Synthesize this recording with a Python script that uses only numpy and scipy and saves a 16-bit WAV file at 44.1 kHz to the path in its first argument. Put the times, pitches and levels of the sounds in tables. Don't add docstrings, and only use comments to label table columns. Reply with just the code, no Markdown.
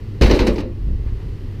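import sys
import numpy as np
from scipy import signal
from scipy.fft import rfft, irfft
from scipy.io import wavfile
from scipy.ndimage import uniform_filter1d

SR = 44100
rng = np.random.default_rng(int(sys.argv[2]) if len(sys.argv) > 2 else 0)


def store_wav(level_fs):
    pcm = np.round(np.clip(np.atleast_2d(level_fs), -1, 1) * 32767)
    wavfile.write(sys.argv[1], SR, pcm.T.astype(np.int16))


N = 70560

# frequency in Hz, level in dB.
YARD_SPECTRUM = [(20, 8.5), (60, 3), (110, 2.5), (160, -7), (300, -9), (450, -13.5), (640, -30.5),
                 (1100, -29.5), (1500, -35), (1850, -31.5), (2000, -29.5), (2200, -35.5), (3000, -34),
                 (3500, -39.5), (4400, -38), (7000, -51), (13500, -55), (14400, -49), (15200, -68)]
# pitch in Hz, level in dB.
ENGINE_NOTES = [(80.7, -49.5), (99, -32), (118.4, -38.5)]

# start in seconds, clash level in dB, hollow body level in dB,
# edge tick level in dB, fading time of the chatter in seconds.
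BLOWS = [(.211, 1, 1.5, -4, 0.014), (.218, 3.5, 0.5, 6, 0.018), (.230, 2, -4.5, -1, 0.014),
         (.246, -2, 0, -2, 0.003), (.257, 0, -4, -15, .011), (.279, -4, 1, -16, 0.058),
         (.296, 0, 0.5, -14, 0.011), (.309, 4.5, 1.5, -7, 0.0075), (.328, -5, -3.5, -14, 0.016),
         (.342, -4, -2, -1, 0.015), (.358, -9.5, -3.5, -12, 0.014), (.390, 1.5, -9, -9, 0.015),
         (.400, -4, -6, -20.5, 0.0085), (.417, -8.5, -1, -30, 0.048), (.465, -4, -10, -20, 0.0088),
         (.469, -3, -1, 5.5, 0.0094), (0.475, -6, 0, -8, 0.0049), (.496, -19, -17, -27, 0.028),
         (0.557, -13.5, -9.5, -21, 0.0029), (.580, -9.5, -8.5, -11, 0.0094), (.603, -16, -15, -10, 0.004),
         (.636, -39, -13.5, -36, 0.0042)]
# frequency in Hz, level in dB.
PANEL_SPECTRUM = [(500, 3), (730, -3), (830, 3.5), (1130, 0), (1350, -4), (2050, -1.5), (2950, -3.5),
                  (3450, -13), (3900, -2), (4500, -6.5), (5300, -12), (6200, -14), (7200, -28.5),
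                  (15000, -35)]
# frequency in Hz, level in dB.
EDGE_SPECTRUM = [(2000, 13), (5000, 11), (6500, 6.5), (7500, 3), (11000, -3), (15000, -9)]
# frequency in Hz, level in dB.
HEAP_SPECTRUM = [(60, -9), (150, -1), (220, 8.5), (380, 5.5), (540, 0), (700, -24), (1200, -61)]
# pitch in Hz, level in dB, ring time in seconds.
ROD_NOTES = [(730, -9, .68), (819, -5, 0.33), (926, -1, 0.35), (1010, 2, 0.33), (1068, 4, 0.27),
             (2070, -6, 0.28), (3010, -4, 0.13)]
# pitch in Hz, level in dB, ring time in seconds.
CASE_NOTES = [(198, 0, .7), (238, -1, .5), (281, -4, .7), (338, -4, .7), (364, 0, .3), (412, -3, .3),
              (440, -3, .28), (501, -1.5, .22), (561, -6, .2), (590, -10, .27), (646, -15, .35)]
# frequency in Hz, level in dB.
SCRAPE_SPECTRUM = [(700, 9), (2500, -1), (3400, 8.5), (4400, -8), (6200, -10), (7300, -8), (15000, -16.5)]
# start in seconds, level in dB.
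THUMPS = [(0.214, -3.5), (0.229, -3), (0.247, 1.5), (0.288, -19), (.307, -6.5), (0.331, -8), (.397, -12),
          (0.417, -6.5), (0.485, -13), (0.504, -10), (0.58, -16.5), (.634, -20)]
# pitch in Hz, level in dB, ring time in seconds.
BED_NOTES = [(48.6, 4, 0.18), (70.7, 2, 0.16), (118.7, -10.5, 0.07)]

# time in seconds, level in dB.
GUST_LEVELS = [(0, -51), (.8, -27.5), (.845, -21), (.905, -12.5), (.95, -18.5), (1.04, -29.5), (1.1, -26.5),
               (1.17, -27), (1.27, -30.5), (1.34, -49)]
# frequency in Hz, level in dB.
WIND_SPECTRUM = [(16, -14), (30, 1.5), (55, 2), (80, -7.5), (130, -15), (250, -26.5), (600, -46),
                 (2000, -88)]
# start in seconds, level in dB.
JOLTS = [(0.852, 9), (.869, 8), (.888, 11), (.906, 12), (.948, 9), (0.998, 10), (1.063, 12), (1.123, 9),
         (1.260, 8)]
# pitch in Hz, level in dB, ring time in seconds.
MOUNT_NOTES = [(44.2, -2, 0.17), (62, -1.5, 0.13)]
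# time of the peak in seconds, level in dB.
RUSTLES = [(1.08, -46.5), (1.215, -47.5)]
# frequency in Hz, level in dB.
RUSTLE_SPECTRUM = [(400, 7), (1200, -1.5), (2200, -4), (5000, -21), (12000, -39)]


def gain(db):
    return 10 ** (np.asarray(db) / 20)


def unit_energy(x):
    return x / np.sqrt(np.sum(x ** 2))


def noise(spectrum, size=N):
    points_hz, db = np.array(spectrum).T
    hz = np.maximum(np.arange(size // 2 + 1) * SR / size, 1)
    shape = gain(np.interp(np.log(hz), np.log(points_hz), db))
    shape *= np.minimum(hz / points_hz[0], 1) ** 2 * np.minimum(points_hz[-1] / hz, 1) ** 2
    return unit_energy(irfft(rfft(rng.standard_normal(size)) * shape, size)) * np.sqrt(size)


def fade(ring_s, size=N, attack_s=0.0019):
    t = np.arange(size) / SR
    rise = np.sin(np.pi / 2 * np.minimum(t / attack_s, 1)) ** 2
    return rise * np.exp(-np.log(1000) * t / ring_s)


def burst(spectrum, ring_s, size):
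    return unit_energy(noise(spectrum, size) * fade(ring_s, size))


def drift(per_s):
    hold = int(SR / per_s)
    return uniform_filter1d(np.repeat(rng.standard_normal(N // hold + 1), hold), hold)[:N]


def struck(times, levels_db, notes, spread_db=0, detune=0, size=24000):
    t, out = np.arange(size) / SR, np.zeros(N + size)
    weights = unit_energy(gain([db for _, db, _ in notes]))
    for (hz, _, ring_s), weight in zip(notes, weights):
        decay = weight * np.sqrt(2) * unit_energy(fade(ring_s, size))
        for start, db in zip(times, levels_db):
            louder, higher = rng.standard_normal(2)
            tone = np.sin(2 * np.pi * hz * (1 + detune * higher) * t)
            first = int(start * SR)
            out[first:first + size] += gain(db + spread_db * louder) * decay * tone
    return out[:N]


def yard(level_db=-29.5, turn_s=0.75, lift_db=0.5):
    turned = np.arange(N) / SR > turn_s
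    return noise(YARD_SPECTRUM) * gain(level_db + lift_db * turned + 0.42 * drift(7.7))


def engine(wander=0.019):
    engine_time = np.cumsum(1 + wander * drift(11.86)) / SR
    hum = np.zeros(N)
    for hz, db in ENGINE_NOTES:
        tone = np.sin(2 * np.pi * (hz * engine_time + rng.random()))
        hum += np.sqrt(2) * gain(db + 0.5 * drift(13.6)) * tone
    return hum


def chatter(decay_s, count=90, per_s=2200, contact_db=-5, size=4096):
    times = np.cumsum(rng.exponential(1 / per_s, count))
    strengths = unit_energy(rng.standard_normal(count) * np.exp(-times / decay_s))
    force = np.bincount((times * SR).astype(int), strengths, size)[:size]
    force[0] += gain(contact_db)
    return force


def steel_panel(size, octaves=6, ring_at_1khz_s=0.34, damping=0.36):
    hz = np.arange(size // 2 + 1) * SR / size
    notes = rfft(noise(PANEL_SPECTRUM, size))
    octave = np.clip(np.round(np.log2(np.maximum(hz, 1) / 500)), 0, octaves - 1)
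    tail = np.zeros(size)
    for k in range(octaves):
        ring_s = ring_at_1khz_s * 2 ** ((1 - k) * damping)
        tail += irfft(notes * (octave == k)) * fade(ring_s, size)
    crack = gain(-0.5) * burst(PANEL_SPECTRUM, 0.036, size)
    return unit_energy(tail) + crack


def clashes(pieces=3, size=16384):
    out = np.zeros(N + 2 * size)
    for start, clash_db, body_db, tick_db, chatter_s in BLOWS:
        blow = 0
        for _ in range(pieces):
            tick = gain(tick_db - 7.5) * burst(EDGE_SPECTRUM, 0.04, size)
            clash = gain(clash_db + 5) * steel_panel(size)
            blow += signal.fftconvolve(chatter(chatter_s), clash + tick) / np.sqrt(pieces)
        blow[:size] += gain(body_db + 17) * burst(HEAP_SPECTRUM, 0.22, size)
        first = int(start * SR)
        out[first:first + len(blow)] += blow
    return out[:N]


def rods_and_case():
    times, clash_db, body_db, _, _ = np.array(BLOWS).T
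    rods = gain(-11) * struck(times, clash_db, ROD_NOTES, spread_db=3, detune=0.008)
    case = gain(16) * struck(times, body_db, CASE_NOTES, spread_db=3, detune=0.022)
    return rods + case


def scrape(start_s=0.212, stop_s=0.605, release_s=0.0073, clicks_per_s=2100, fall_db_per_s=36):
    t = np.arange(N) / SR
    slips = (rng.random(N) < clicks_per_s / SR) * rng.standard_normal(N)
    click = burst(SCRAPE_SPECTRUM, 0.042, N)
    grit = unit_energy(signal.fftconvolve(slips, click)[:N]) * np.sqrt(N)
    moving = (t > start_s) * np.exp(-np.maximum(t - stop_s, 0) / release_s)
    return grit * moving * gain(-32.5 - fall_db_per_s * (t - start_s) + 0.51 * drift(52))


def bed_thumps():
    times, db = np.array(THUMPS).T
    return gain(27) * struck(times, db, BED_NOTES)


def wind():
    times, db = np.array(GUST_LEVELS).T
    return noise(WIND_SPECTRUM) * gain(np.interp(np.arange(N) / SR, times, db))


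def steps():
    times, db = np.array(JOLTS).T
    return struck(times, db, MOUNT_NOTES)


def rustles(width_s=0.018):
    t = np.arange(N) / SR
    swells = sum(gain(db) * np.exp(-0.5 * ((t - peak_s) / width_s) ** 2) for peak_s, db in RUSTLES)
    return noise(RUSTLE_SPECTRUM) * swells


def gain_control(x, limit_db=-9, share=0.24, recover_db_per_s=14.5):
    level_db = 20 * np.log10(np.abs(x) + 1e-9)
    recovery_db = recover_db_per_s * np.arange(N) / SR
    held_db = np.maximum.accumulate(level_db + recovery_db, axis=-1) - recovery_db
    excess_db = uniform_filter1d(np.maximum(held_db - limit_db, 0), 220)
    return x * gain(-share * excess_db)


def scene():
    background = yard() + engine()
    landing = clashes() + rods_and_case() + scrape() + bed_thumps()
    turning = wind() + steps() + rustles()
    return (background + landing + turning)[None]


def record(dry):
    low_cut_hz, high_cut_hz, ceiling = 10, 15350, 0.96
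    bass_cut = signal.butter(2, low_cut_hz, "highpass", fs=SR, output="sos")
    treble_cut = signal.ellip(10, 0.2, 80, high_cut_hz, fs=SR, output="sos")
    thinned = signal.sosfilt(bass_cut, gain_control(dry))
    rounded = thinned / (1 + (thinned / ceiling) ** 4) ** 0.25
    return signal.sosfilt(treble_cut, rounded)


dry = scene()
out = record(dry)
store_wav(out)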